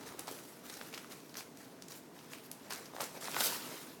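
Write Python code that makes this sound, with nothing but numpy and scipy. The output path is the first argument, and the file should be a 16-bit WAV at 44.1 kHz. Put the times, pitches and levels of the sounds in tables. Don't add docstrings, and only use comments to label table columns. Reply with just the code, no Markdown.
import sys
import numpy as np
from scipy import signal
from scipy.fft import rfft, irfft
from scipy.io import wavfile
from scipy.ndimage import uniform_filter1d

SR = 44100
rng = np.random.default_rng(int(sys.argv[2]) if len(sys.argv) > 2 else 0)


def master(y):
    cut = np.clip(np.atleast_2d(y).T, -1, 1)
    pcm = np.round(cut * 32767)
    wavfile.write(sys.argv[1], SR, pcm.astype(np.int16))


N = 176400
TIME_S = np.arange(N) / SR

# start_s, rise_s, fade_s, level_db, tilt_db_per_octave
PUSHES = [(-.03, 0.029, 0.4, -52.5, -3.5), (0.051, 0.021, 0.04, -47, -1.5), (.17, 0.021, 0.04, -48, -4),
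          (0.269, 0.0063, 0.16, -48, -0.3), (.38, 0.14, 0.075, -57, 0), (0.628, 0.027, 0.3, -49, -1.4),
          (.81, 0.026, 0.028, -54, 1.5), (.924, 0.0085, 0.1, -52.5, -2.5), (1.09, 0.034, 0.02, -47, -2),
          (1.13, 0.0091, 0.39, -60.5, -1), (1.348, 0.043, 0.02, -43, -0.6),
          (1.56, 0.037, 0.13, -57.5, -1.5), (1.893, 0.019, 0.051, -48.5, -1.2),
          (1.935, 0.034, 0.028, -53, 2), (2.14, 0.026, 0.41, -58.5, -2), (2.29, 0.038, 0.052, -50, -1.2),
          (2.42, 0.032, 0.019, -54, 1.5), (2.52, 0.14, 0.35, -56.5, -4), (2.693, 0.013, 0.078, -42, -2),
          (2.92, 0.032, 0.29, -52.5, -2), (2.995, 0.021, 0.032, -37, -1.4), (3.11, 0.061, 0.024, -50, -3)]
# freq_hz, gain_db
RUB_SPECTRUM = [(40, -10), (120, -2), (400, 1), (900, 2), (1600, 2.5), (2400, 1.5), (2900, -0.5), (4200, 3),
                (5600, 3.5), (7600, 1.5), (12000, 2), (17000, -1.5)]
# centre_hz, width_hz, lift_db
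SHEET_RESONANCES = [(955, 63, 6.5), (1460, 97, 2), (2120, 74, 3)]
# freq_hz, gain_db
MURMUR_SPECTRUM = [(30, -40), (60, -47), (85, -15.5), (125, -5), (160, 0), (195, -3.5), (260, 1.5),
                   (330, -3), (460, -4), (560, -12), (650, -7), (760, -15), (1000, -9.5)]
# freq_hz, gain_db
HISS_SPECTRUM = [(200, -5), (900, -4), (1500, -4.5), (3000, -10), (6000, -12), (10000, -16.5), (17000, -18)]
# start_s, level_db, pitch_hz
FLOOR_PATS = [(0.057, -46, 396), (.146, -43.5, 420), (.279, -37, 750), (0.288, -41, 840),
              (0.312, -39.5, 385), (0.324, -42, 377), (2.707, -40.5, 760), (2.936, -43, 820),
              (2.948, -41.5, 477), (2.965, -41, 760), (2.983, -38.5, 700), (2.999, -38, 520),
              (3.0076, -32.5, 690), (3.018, -36.5, 790), (3.031, -36.5, 524), (3.145, -47, 695),
              (3.174, -44.5, 450), (3.283, -34.5, 880), (3.3657, -28, 1210), (3.405, -33, 684)]
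# start_s, level_db, pitch_hz, decay_s
CREASE_SNAPS = [(0.0895, -42, 1580, 0.0008), (0.1935, -30.5, 9900, 0.0016), (0.2726, -40, 5000, 0.0012),
                (0.2815, -35, 3750, 0.0036), (0.288, -44, 4200, 0.0016), (.3128, -38, 10000, 0.0014),
                (0.389, -43.5, 2600, 0.0017), (0.6983, -37.5, 4000, 0.003), (0.7403, -39.5, 6500, .002),
                (0.8129, -33, 1600, 0.0027), (0.928, -42, 2400, 0.002), (0.9396, -34, 2600, 0.0036),
                (0.9454, -35.5, 4500, 0.0026), (0.9772, -34.5, 2420, 0.0011), (.9803, -38, 2700, 0.00063),
                (1.0452, -39.5, 1210, 0.00087), (1.294, -48, 4900, 0.0034), (1.3423, -40.5, 4400, 0.0019),
                (1.3541, -38, 1740, 0.0013), (1.3701, -35, 5840, 0.0016), (1.3924, -41, 5000, 0.0025),
                (1.4065, -38.5, 2500, 0.0027), (1.5725, -45, 7000, 0.0012), (1.8225, -38, 5700, 0.0018),
                (1.883, -40.5, 7140, 0.004), (2.19, -47, 3120, 0.0023), (2.334, -35, 2430, 0.0027),
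                (2.384, -45, 2500, .001), (2.515, -32, 10700, 0.0018), (2.707, -35.5, 4500, 0.0017),
                (2.7102, -45, 9000, .001), (2.7237, -35, 5600, 0.00092), (2.7346, -34.5, 8000, .0012),
                (2.7596, -39, 5970, 0.00047), (2.856, -40, 5050, 0.0055), (2.953, -47, 5400, 0.00089),
                (2.965, -37, 1600, 0.0011), (3.0047, -29, 1240, 0.001), (3.008, -31, 5260, .0015),
                (3.0195, -37, 3500, 0.0024), (3.0408, -33.5, 6500, 0.00087), (3.212, -40, 7760, 0.0015),
                (3.2432, -37, 6400, 0.00068), (3.255, -34.5, 3930, 0.0017), (3.2747, -33, 1700, 0.0025),
                (3.308, -43, 8900, 0.0009), (3.3155, -36, 6000, .0006), (3.3446, -30.5, 2540, 0.00053),
                (3.366, -27.5, 1500, 0.0031), (3.402, -31, 5800, 0.0031), (3.4057, -22.5, 3600, 0.004),
                (3.4375, -26, 10000, .004)]
# freq_hz, gain_db
SNAP_SPECTRUM = [(40, -39), (200, -6), (750, -0.5), (1400, 4.5), (3000, 3.5), (5500, 4.5), (8000, -1),
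                 (12000, -3), (17000, -13)]
# time_s, level_db, tilt_db_per_octave
SWISH_CONTOUR = [(3.204, -54, 0.5), (3.225, -44.5, -1), (3.255, -44, -1), (3.30, -46.5, -0.8),
                 (3.355, -42.5, 0), (3.389, -37.5, 0), (3.408, -31.5, 1.5), (3.425, -35.5, 1),
                 (3.455, -30, 3.5), (3.477, -33, 0.5), (3.493, -38.5, -0.2), (3.55, -39.5, 0.2),
                 (3.59, -46.5, 0.3), (3.67, -46, -1.3), (3.83, -51, 0.2), (3.92, -56, -0.5),
                 (4.0, -63.5, 0)]
# freq_hz, gain_db
SWISH_SPECTRUM = [(40, -37), (130, 6), (400, 6.5), (900, 4.5), (1500, 4.5), (2800, 1.5), (4000, 3),
                  (6000, 2), (8000, 0.5), (11500, -0.5), (14000, -0.5), (17000, -6)]
# freq_hz, t60_s
ROOM_DECAY = [(150, 0.89), (1000, 0.48), (5000, 0.3), (16000, 0.58)]

LEAD_SAMPLES = 96


def amp(db):
    return 10 ** (np.asarray(db) / 20)


def unit(x):
    return x / np.sqrt(np.mean(x ** 2) + 1e-20)


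def lookup(points, hz):
    freq_hz, value = np.transpose(points)
    return np.interp(np.log(hz + 1), np.log(freq_hz + 1), value)


def octaves(hz):
    return np.log2(np.maximum(hz, 300) / 4000)


def coloured(x, spectrum, tilt_db_per_octave=0):
    hz = np.fft.rfftfreq(len(x), 1 / SR)
    gain = amp(lookup(spectrum, hz) + tilt_db_per_octave * octaves(hz))
    return unit(irfft(rfft(x) * gain, len(x)))


def friction(slip_share, flutter_db, bands=8, band_slips_per_s=600, spread_db=3):
    hz = np.fft.rfftfreq(N, 1 / SR)
    band = np.interp(np.sqrt(hz), np.sqrt([500, 16000]), [0, bands - 1])
    slips = np.zeros(N)
    for k in range(bands):
        impulses = (rng.random(N) < band_slips_per_s / SR) * rng.choice([-1, 1], N)
        sizes = amp(spread_db * np.minimum(rng.exponential(1, N), 3.5))
        passband = np.cos(np.pi / 2 * np.clip(band - k, -1, 1))
        slips += irfft(rfft(unit(impulses * sizes)) * passband, N)
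    flutter = unit(uniform_filter1d(uniform_filter1d(rng.standard_normal(N), size=300), size=200))
    hiss = np.sqrt(1 - slip_share) * rng.standard_normal(N)
    return (np.sqrt(slip_share) * unit(slips) + hiss) * amp(flutter_db * flutter)


def sheet(x, bend_octaves=0):
    hz = np.fft.rfftfreq(N, 1 / SR) / 2 ** bend_octaves
    gain_db = sum(lift_db / (1 + (2 * (hz - centre_hz) / width_hz) ** 2)
                  for centre_hz, width_hz, lift_db in SHEET_RESONANCES)
    return irfft(rfft(x) * amp(gain_db), N)


def flexing(x, depth_db):
    frames = signal.stft(x, SR, nperseg=512)[2]
    patches = uniform_filter1d(rng.standard_normal(frames.shape), size=4, axis=0)
    patches = unit(uniform_filter1d(patches, size=7, axis=1))
    return signal.istft(frames * unit(amp(depth_db * patches)), SR, nperseg=512)[1][:N]


def rubs(max_bend_octaves=0.28):
    out = np.zeros(N)
    slips = friction(slip_share=0.6, flutter_db=1.86)
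    for start_s, rise_s, fade_s, level_db, tilt_db_per_octave in PUSHES:
        age_s = TIME_S - start_s
        envelope = np.clip(age_s / rise_s, 0, 1) * np.exp(-np.maximum(age_s - rise_s, 0) / fade_s)
        rub = coloured(np.roll(slips, rng.integers(N)), RUB_SPECTRUM, tilt_db_per_octave)
        out += amp(level_db) * envelope * sheet(rub, max_bend_octaves * rng.uniform(-1, 1))
    return out


def air(murmur_db=-55.5, hiss_db=-62):
    lowpass = signal.butter(4, 900, fs=SR, output="sos")
    murmur = signal.sosfilt(lowpass, coloured(rng.standard_normal(N), MURMUR_SPECTRUM))
    hiss = coloured(rng.standard_normal(N), HISS_SPECTRUM)
    return amp(murmur_db) * unit(murmur) + amp(hiss_db) * hiss


def add(mix, start_s, sound):
    part = mix[max(round(start_s * SR), 0):][:len(sound)]
    part += sound[:len(part)]


def burst(decay_s, colour_db, size=4096):
    hz = abs(np.fft.fftfreq(size, 1 / SR))
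    log_gain = np.log(amp(colour_db(hz)) + 1e-6)
    causal_filter = np.exp(np.conj(signal.hilbert(log_gain)))
    puff = np.fft.fft(rng.standard_normal(size) * np.exp(-np.arange(size) / SR / decay_s))
    puff /= np.sqrt(abs(puff) ** 2 + 0.015 * np.mean(abs(puff) ** 2))
    sound = np.roll(np.fft.ifft(puff * causal_filter).real, LEAD_SAMPLES)[:size // 2]
    return sound / np.linalg.norm(sound)


def pats(decay_s=0.0011, half_width_octaves=0.61, bass_share=0.0097, level_window_s=0.0018):
    out = np.zeros(N)
    for start_s, level_db, pitch_hz in FLOOR_PATS:
        def colour_db(hz):
            hump = 1 / (1 + abs(np.log2((hz + 1) / pitch_hz) / half_width_octaves) ** 3)
            bass = bass_share * pitch_hz / (pitch_hz + hz)
            return 20 * np.log10(hump + bass)
        gain = amp(level_db) * np.sqrt(level_window_s * SR)
        add(out, start_s - LEAD_SAMPLES / SR, gain * burst(decay_s, colour_db))
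    return out


def snaps(lift_db=8, half_width_octaves=0.25, level_window_s=0.00065):
    out = np.zeros(N)
    for start_s, level_db, pitch_hz, decay_s in CREASE_SNAPS:
        def colour_db(hz):
            ring_db = lift_db / (1 + (np.log2((hz + 1) / pitch_hz) / half_width_octaves) ** 2)
            tilt_db_per_octave = 3.2 * octaves(pitch_hz)
            return lookup(SNAP_SPECTRUM, hz) + ring_db + tilt_db_per_octave * octaves(hz)
        gain = amp(level_db) * np.sqrt(level_window_s * SR)
        add(out, start_s - LEAD_SAMPLES / SR, gain * burst(decay_s, colour_db))
    return out


def swish():
    time_s, level_db, tilt_db_per_octave = np.transpose(SWISH_CONTOUR)
    slide = coloured(friction(slip_share=0.45, flutter_db=0.44), SWISH_SPECTRUM)
    hz, frame_s, frames = signal.stft(slide, SR, nperseg=256)
    tilt = amp(octaves(hz)[:, None] * np.interp(frame_s, time_s, tilt_db_per_octave))
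    power = amp(lookup(SWISH_SPECTRUM, hz)) ** 2
    tilt /= np.sqrt(power @ tilt ** 2 / power.sum())
    envelope = amp(np.interp(TIME_S, time_s, level_db)) * (TIME_S > time_s[0])
    return sheet(signal.istft(frames * tilt, SR, nperseg=256)[1][:N] * envelope)


def room(x, early_s=0.014, early_width_s=0.004, early_lift=1.3, blur_octaves=0.4):
    hz, frame_s, frames = signal.stft(x, SR, nperseg=256)
    pitch_octaves = np.log2(hz + hz[1])
    blur = np.exp(-((pitch_octaves[:, None] - pitch_octaves) / blur_octaves) ** 2)
    power = blur @ abs(frames) ** 2 / blur.sum(1)[:, None]
    age_s = frame_s[frame_s < 0.5]
    tail = amp(-60 * age_s / lookup(ROOM_DECAY, hz)[:, None]) ** 2 * (age_s > age_s[1])
    tail *= 1 + early_lift * np.exp(-((age_s - early_s) / early_width_s) ** 2)
    tail /= tail.sum(1)[:, None]
    reflected = signal.fftconvolve(power, tail, axes=1)[:, :len(frame_s)]
    noise = signal.stft(rng.standard_normal(N), SR, nperseg=256)[2]
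    return signal.istft(noise / noise.std() * np.sqrt(abs(reflected)), SR, nperseg=256)[1][:N]


def scene():
    hits = snaps() + pats()
    sliding = amp(-1) * flexing(rubs() + swish(), depth_db=2.5)
    reflections = room(amp(-5.5) * hits + amp(-9) * sliding)
    return (hits + sliding + reflections + air())[None]


def record(dry):
    low_hz, high_hz = 110, 17450
    highpass = signal.butter(1, low_hz, "highpass", fs=SR, output="sos")
    lowpass = signal.firwin(511, high_hz, window=("kaiser", 9), fs=SR)
    return signal.oaconvolve(signal.sosfilt(highpass, dry), lowpass[None], "same")


dry = scene()
out = record(dry)
master(out)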